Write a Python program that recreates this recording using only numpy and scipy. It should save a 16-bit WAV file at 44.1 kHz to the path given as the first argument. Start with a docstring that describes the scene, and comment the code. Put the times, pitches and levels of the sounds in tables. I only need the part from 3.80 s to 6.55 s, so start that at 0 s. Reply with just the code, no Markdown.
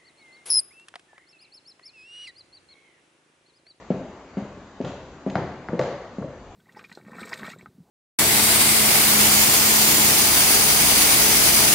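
"""Six footfalls climb a matted wooden staircase, close to a hand-held microphone.
Faint room noise, a low rumble and a thin whine run from the start.
Each foot thuds on a tread and pats the mat; as the weight follows, the frame booms.
From the second step soles scuff; from the third, slipping joints crack or creak and ring a loose board.
The bare stairwell rings after each of these. The rumble swells at the end."""
import sys
import numpy as np
from scipy import signal
from scipy.fft import rfft, irfft
from scipy.io import wavfile
from scipy.ndimage import uniform_filter1d

SR = 44100
rng = np.random.default_rng(int(sys.argv[2]) if len(sys.argv) > 2 else 0)


def waveform_to_disk(signal):
    """Save audio, clipped to [-1, 1], as 16-bit WAV at the path in sys.argv[1]."""
    frames = np.transpose(np.atleast_2d(signal))
    scaled = np.clip(frames, -1, 1) * 32767
    samples = np.round(scaled).astype(np.int16)
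    wavfile.write(sys.argv[1], SR, samples)


N = 121275
T = np.arange(SR) / SR  # time within one event [s]

# room noise spectrum (frequency [Hz], relative density [dB])
NOISE_SPECTRUM = [(20, -31.5), (35, -8.5), (55, -0.5), (100, -9), (170, -8.5), (280, -3), (500, -10),
                  (850, -7.5), (1400, -14), (2100, -19), (2600, -22.5), (4500, -27.5), (7000, -29),
                  (9000, -33.5)]
# rumble envelope (time [s], level [dB])
RUMBLE_ENVELOPE = [(0, -77), (.12, -68), (.2, -49.5), (.32, -77), (.5, -65), (1.698, -67), (2.4, -62.5),
                   (2.72, -49)]
# footfalls (time [s], thud level [dB], tread pitch [Hz], lowest mode gain [dB], low-pass [Hz],
#            ring length [ratio], pat level [dB], thud reverb [dB])
FOOTFALLS = [(0.1037, -15, 192, 2.5, 583, 0.8, -38, -7.5), (0.5701, -20, 204.6, 7, 470, 1.2, -40.5, -8.5),
             (1.0023, -22, 202.3, -6, 517, 1.45, -45, -7), (1.4636, -19, 202, 1.5, 453, 1.33, -40, -7),
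             (1.9307, -19, 178, 0, 524, 1.42, -43.5, -5), (2.3835, -25, 200, 5.5, 480, 0.68, -50.5, -6)]
# tread modes (frequency / tread pitch [ratio], gain [dB], base t60 [s])
TREAD_MODES = [(1, -1, 0.098), (1.3, 3, 0.059), (1.84, 4, 0.022), (2.06, 1, 0.024), (2.66, 1.5, 0.04),
               (3.12, -4, .04)]
# sole patting the mat (frequency [Hz], gain [dB])
PAT_SPECTRUM = [(150, -17), (600, 5.5), (1000, -6.5), (1400, -8.5), (2200, -14), (3500, -23.5), (8000, -37)]
# frame taking the weight (time [s], level [dB])
FRAME_LOADS = [(.14, -29.5), (.62, -33.5), (1.041, -27), (1.496, -30), (1.558, -20.5), (1.89, -29.5),
               (1.996, -26), (2.413, -28)]
# frame modes (frequency [Hz], gain [dB], t60 [s])
FRAME_MODES = [(77.8, -22, 0.9), (112, -13, 0.21), (139, 2, 0.13), (173.9, -1.5, 0.16), (198.9, 2, 0.07),
               (301, -2, 0.071), (364.3, -1.5, 0.044)]
# sole scuffs (time [s], level [dB], time to peak [s], reverb [dB])
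SOLE_SCUFFS = [(0.571, -50.5, 0.0085, 4), (1.013, -49.5, 0.0013, 6.5), (1.045, -40, 0.0053, 4),
               (1.06, -39.5, 0.028, -1), (1.498, -38.5, 0.0031, -1), (2.008, -43, 0.0066, 9)]
# sole rubbing (frequency [Hz], gain [dB])
SCUFF_SPECTRUM = [(200, 10.5), (800, 4), (2000, 3), (3000, 2), (4200, -3.5), (5500, -10), (6800, -6.5),
                  (9000, -19.5)]
# joint cracks (snap time [s], level [dB], build-up [s], low-pass [Hz], board level [dB], reverb [dB])
JOINT_CRACKS = [(1.05, -34.5, 0.0039, 1300, -37.5, 4.5), (1.556, -21, 0.001925, 3800, -40.5, 1),
                (1.8865, -32, 0.0011, 2500, -41, 3), (1.9948, -22.5, .002, 6500, -16.5, -2.5),
                (2.013, -30.5, 0.00088, 4640, -61.5, 7.5), (2.428, -37, 0.0048, 900, -30.5, 0.5)]
# joint response (frequency [Hz], gain [dB])
JOINT_SPECTRUM = [(40, -29.5), (100, -19), (200, -6.5), (450, 2), (700, 6), (900, 0), (1100, -4.5),
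                  (1500, -4), (2050, -7.5), (2600, -17.5), (4200, -19.5), (8000, -24.5)]
# loose board modes (frequency [Hz], gain [dB], t60 [s])
BOARD_MODES = [(526, -5.5, 0.1), (578, -4.5, 0.087), (643, -9.5, .08), (1134, -20.5, 0.11)]
# stairwell decay (frequency [Hz], t60 [s])
STAIRWELL_T60 = [(60, .8), (170, 0.67), (300, 0.98), (600, .8), (1200, 1), (2500, 1), (5000, 1),
                 (9000, 0.25)]
# stairwell tail spectrum (frequency [Hz], gain [dB])
STAIRWELL_SPECTRUM = [(50, 5), (120, -10), (220, -4), (400, -1.5), (700, 0), (1500, -4), (4000, -2),
                      (9000, 4.5)]
# diffuse sound at the microphone (frequency [Hz], left-right coherence [ratio])
COHERENCE = [(30, 0.98), (500, 1), (1000, 0.93), (2000, 0.67), (3500, 0.24), (6000, 0.29), (9000, .1)]


def amp(db):
    """Decibels to gain."""
    return 10 ** (np.asarray(db) / 20)


def at_level(x, db, ref_s=0.01):
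    """Scale x to the energy of ref_s seconds at db."""
    return x * amp(db) * np.sqrt(ref_s * SR / (np.sum(x ** 2) + 1e-20))


def lookup(table, hz):
    """Interpolate on a log-frequency axis."""
    table_hz, values = np.transpose(table)
    return np.interp(np.log(hz + 1), np.log(table_hz + 1), values)


def add(mix, start_s, sound):
    """Mix in a stereo sound."""
    part = mix[:, max(round(start_s * SR), 0):][:, :sound.shape[1]]
    part += sound[:, :part.shape[1]]


def butter(x, hz, kind, order=2):
    """Butterworth low-pass or high-pass."""
    return signal.sosfilt(signal.butter(order, hz, kind, fs=SR, output="sos"), x)


def colour(x, spectrum, size=4096):
    """Minimum-phase filter with the given spectrum."""
    log_gain = np.log(amp(lookup(spectrum, abs(np.fft.fftfreq(size, 1 / SR)))))
    taps = np.fft.ifft(np.exp(np.conj(signal.hilbert(log_gain)))).real[:size // 2]
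    return signal.fftconvolve(x, taps)[:len(x)]


def decay(t, t60_s):
    """Fall of 60 dB per t60_s."""
    return np.exp(-np.log(1000) * t / t60_s)


def ring(modes, rise_cycles, pitch=1, length=1):
    """Damped modes after one blow; low modes build more slowly."""
    return sum(amp(db) * decay(T, t60_s * length) * np.sin(2 * np.pi * freq * pitch * T)
               * (1 - np.exp(-freq * pitch * T / rise_cycles)) for freq, db, t60_s in modes)


def mic_pair(spectra, hz):
    """Blend two independent spectra into those of two close microphone ports."""
    coherence = lookup(COHERENCE, hz)[:, None]
    mid = np.sqrt((1 + coherence) / 2) * spectra[0]
    side = np.sqrt((1 - coherence) / 2) * spectra[1]
    return np.array([mid + side, mid - side])


def room_noise(db=-46, patch_db=1.86, size=2048):
    """Faint noise, slightly uneven in time and frequency."""
    hz, _, spectra = signal.stft(rng.standard_normal((2, N)), SR, nperseg=size)
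    patches = uniform_filter1d(rng.standard_normal(spectra.shape[1:]), size=12, axis=0)
    patches = uniform_filter1d(patches, size=5, axis=1)
    gain = amp(lookup(NOISE_SPECTRUM, hz)[:, None] - patch_db * patches / patches.std())
    noise = signal.istft(mic_pair(spectra, hz) * gain, SR, nperseg=size)[1][:, :N]
    noise = butter(noise, 38, "high")
    return amp(db) * noise / noise.std()


def rumble(low_hz=44.2, high_hz=95):
    """Low noise band; swells after the first footfall and at the end."""
    noise = butter(rng.standard_normal(N), low_hz, "high", order=4)
    noise = butter(noise, high_hz, "low", order=4)
    level_db = np.interp(np.arange(N) / SR, *np.transpose(RUMBLE_ENVELOPE))
    return noise / noise.std() * amp(level_db)


def footfall(db, pitch_hz, lowest_db, lowpass_hz, length, pat_db, reverb_db,
             highpass_hz=162, pat_tau_s=0.013):
    """A soft blow rings the tread; the sole pats the mat."""
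    lowest = ring(TREAD_MODES[:1], rise_cycles=0.3, pitch=pitch_hz, length=length)
    upper = ring(TREAD_MODES[1:], rise_cycles=0.3, pitch=pitch_hz, length=length)
    thud = butter(amp(lowest_db) * lowest + upper, lowpass_hz, "low", order=3)
    thud = butter(thud, highpass_hz, "high", order=4)
    pat = colour(rng.standard_normal(SR) * np.exp(-T / pat_tau_s), PAT_SPECTRUM)
    pat_impulse = colour(signal.unit_impulse(SR), PAT_SPECTRUM)
    return (stairwell(at_level(-thud, db), reverb_db)
            + stairwell(at_level(pat, pat_db), reverb_db=10.5, feed=pat_impulse))


def stairwell(direct, reverb_db, feed=None, delay_s=0.0033, build_s=0.0072, size=512):
    """Direct sound plus a fresh diffuse tail, reverb_db relative to it; feed, if given, drives the tail."""
    hz, t, spectra = signal.stft(rng.standard_normal((2, SR)), SR, nperseg=size)
    spectra = mic_pair(spectra, hz) * decay(t, lookup(STAIRWELL_T60, hz)[:, None])
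    spectra *= amp(lookup(STAIRWELL_SPECTRUM, hz))[:, None]
    tail = signal.istft(spectra, SR, nperseg=size)[1][:, :SR]
    tail *= np.clip((T - delay_s) / build_s, 0, 1)
    wet = signal.fftconvolve((direct if feed is None else feed)[None], tail, axes=1)[:, :SR]
    return direct + amp(reverb_db) * wet * np.linalg.norm(direct) / np.linalg.norm(wet[0])


def frame_boom(db, highpass_hz=75):
    """The whole frame rings under the weight."""
    boom = butter(ring(FRAME_MODES, rise_cycles=0.65), highpass_hz, "high")
    return stairwell(at_level(boom, db), reverb_db=-2)


def sole_scuff(db, peak_s, reverb_db, grain_db=3):
    """A short, grainy rub of the sole."""
    grains = rng.standard_normal(SR) * amp(grain_db * rng.exponential(1, SR))
    envelope = (T / peak_s * np.exp(-T / peak_s)) ** 2
    rub = colour(grains * envelope, SCUFF_SPECTRUM)
    return stairwell(at_level(rub, db), reverb_db)


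def joint_crack(db, build_s, lowpass_hz, board_db, reverb_db,
                slips_per_s=4000, slip_tau_s=0.0035, slips_over_snap_db=8):
    """Tiny slips lead to one snap, which rings a loose board."""
    slips = rng.standard_normal(SR) * (rng.random(SR) < slips_per_s / SR)
    slips *= np.exp(-np.maximum(T - build_s, 0) / slip_tau_s)
    snap = signal.unit_impulse(SR, round(build_s * SR))
    force = at_level(slips, slips_over_snap_db) + at_level(snap, 0)
    crack = at_level(butter(colour(force, JOINT_SPECTRUM), lowpass_hz, "low"), db)
    snap_only = at_level(butter(colour(snap, JOINT_SPECTRUM), lowpass_hz, "low"), db)
    board = at_level(signal.fftconvolve(snap, ring(BOARD_MODES, rise_cycles=1))[:SR], board_db)
    return stairwell(crack + board, reverb_db, feed=snap_only + board)


def scene():
    """The climb over room noise and rumble, in stereo."""
    mix = room_noise() + rumble()
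    for time_s, *settings in FOOTFALLS:
        add(mix, time_s, footfall(*settings))
    for time_s, db in FRAME_LOADS:
        add(mix, time_s, frame_boom(db))
    for time_s, *settings in SOLE_SCUFFS:
        add(mix, time_s, sole_scuff(*settings))
    for snap_s, db, build_s, *settings in JOINT_CRACKS:
        add(mix, snap_s - build_s, joint_crack(db, build_s, *settings))
    return mix


def record(dry):
    """Microphone: narrow notch, dull top, thin whine, left side louder, band limit."""
    notch_hz, notch_width_hz = 5420, 370
    shelf_hz, shelf_db = 7756, -16
    whine_hz, whine_db = 8000, -93.5
    left_over_right_db, band_limit_hz = 1.6, 8856
    hz = np.fft.rfftfreq(2 * N, 1 / SR)
    notch = 1 - 0.75 * np.exp(-(2 * (hz - notch_hz) / notch_width_hz) ** 2)
    shelf = amp(shelf_db * (1 + np.tanh((hz - shelf_hz) / 300)) / 2)
    filtered = irfft(rfft(dry, 2 * N) * notch * shelf)[:, :N]
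    whine = amp(whine_db) * np.sin(2 * np.pi * whine_hz * np.arange(N) / SR)
    balance = amp([[left_over_right_db / 2], [-left_over_right_db / 2]])
    lowpass = signal.firwin(301, band_limit_hz, window=("kaiser", 9), fs=SR)
    return signal.oaconvolve((filtered + whine) * balance, lowpass[None], "same")


dry = scene()
out = record(dry)
waveform_to_disk(out)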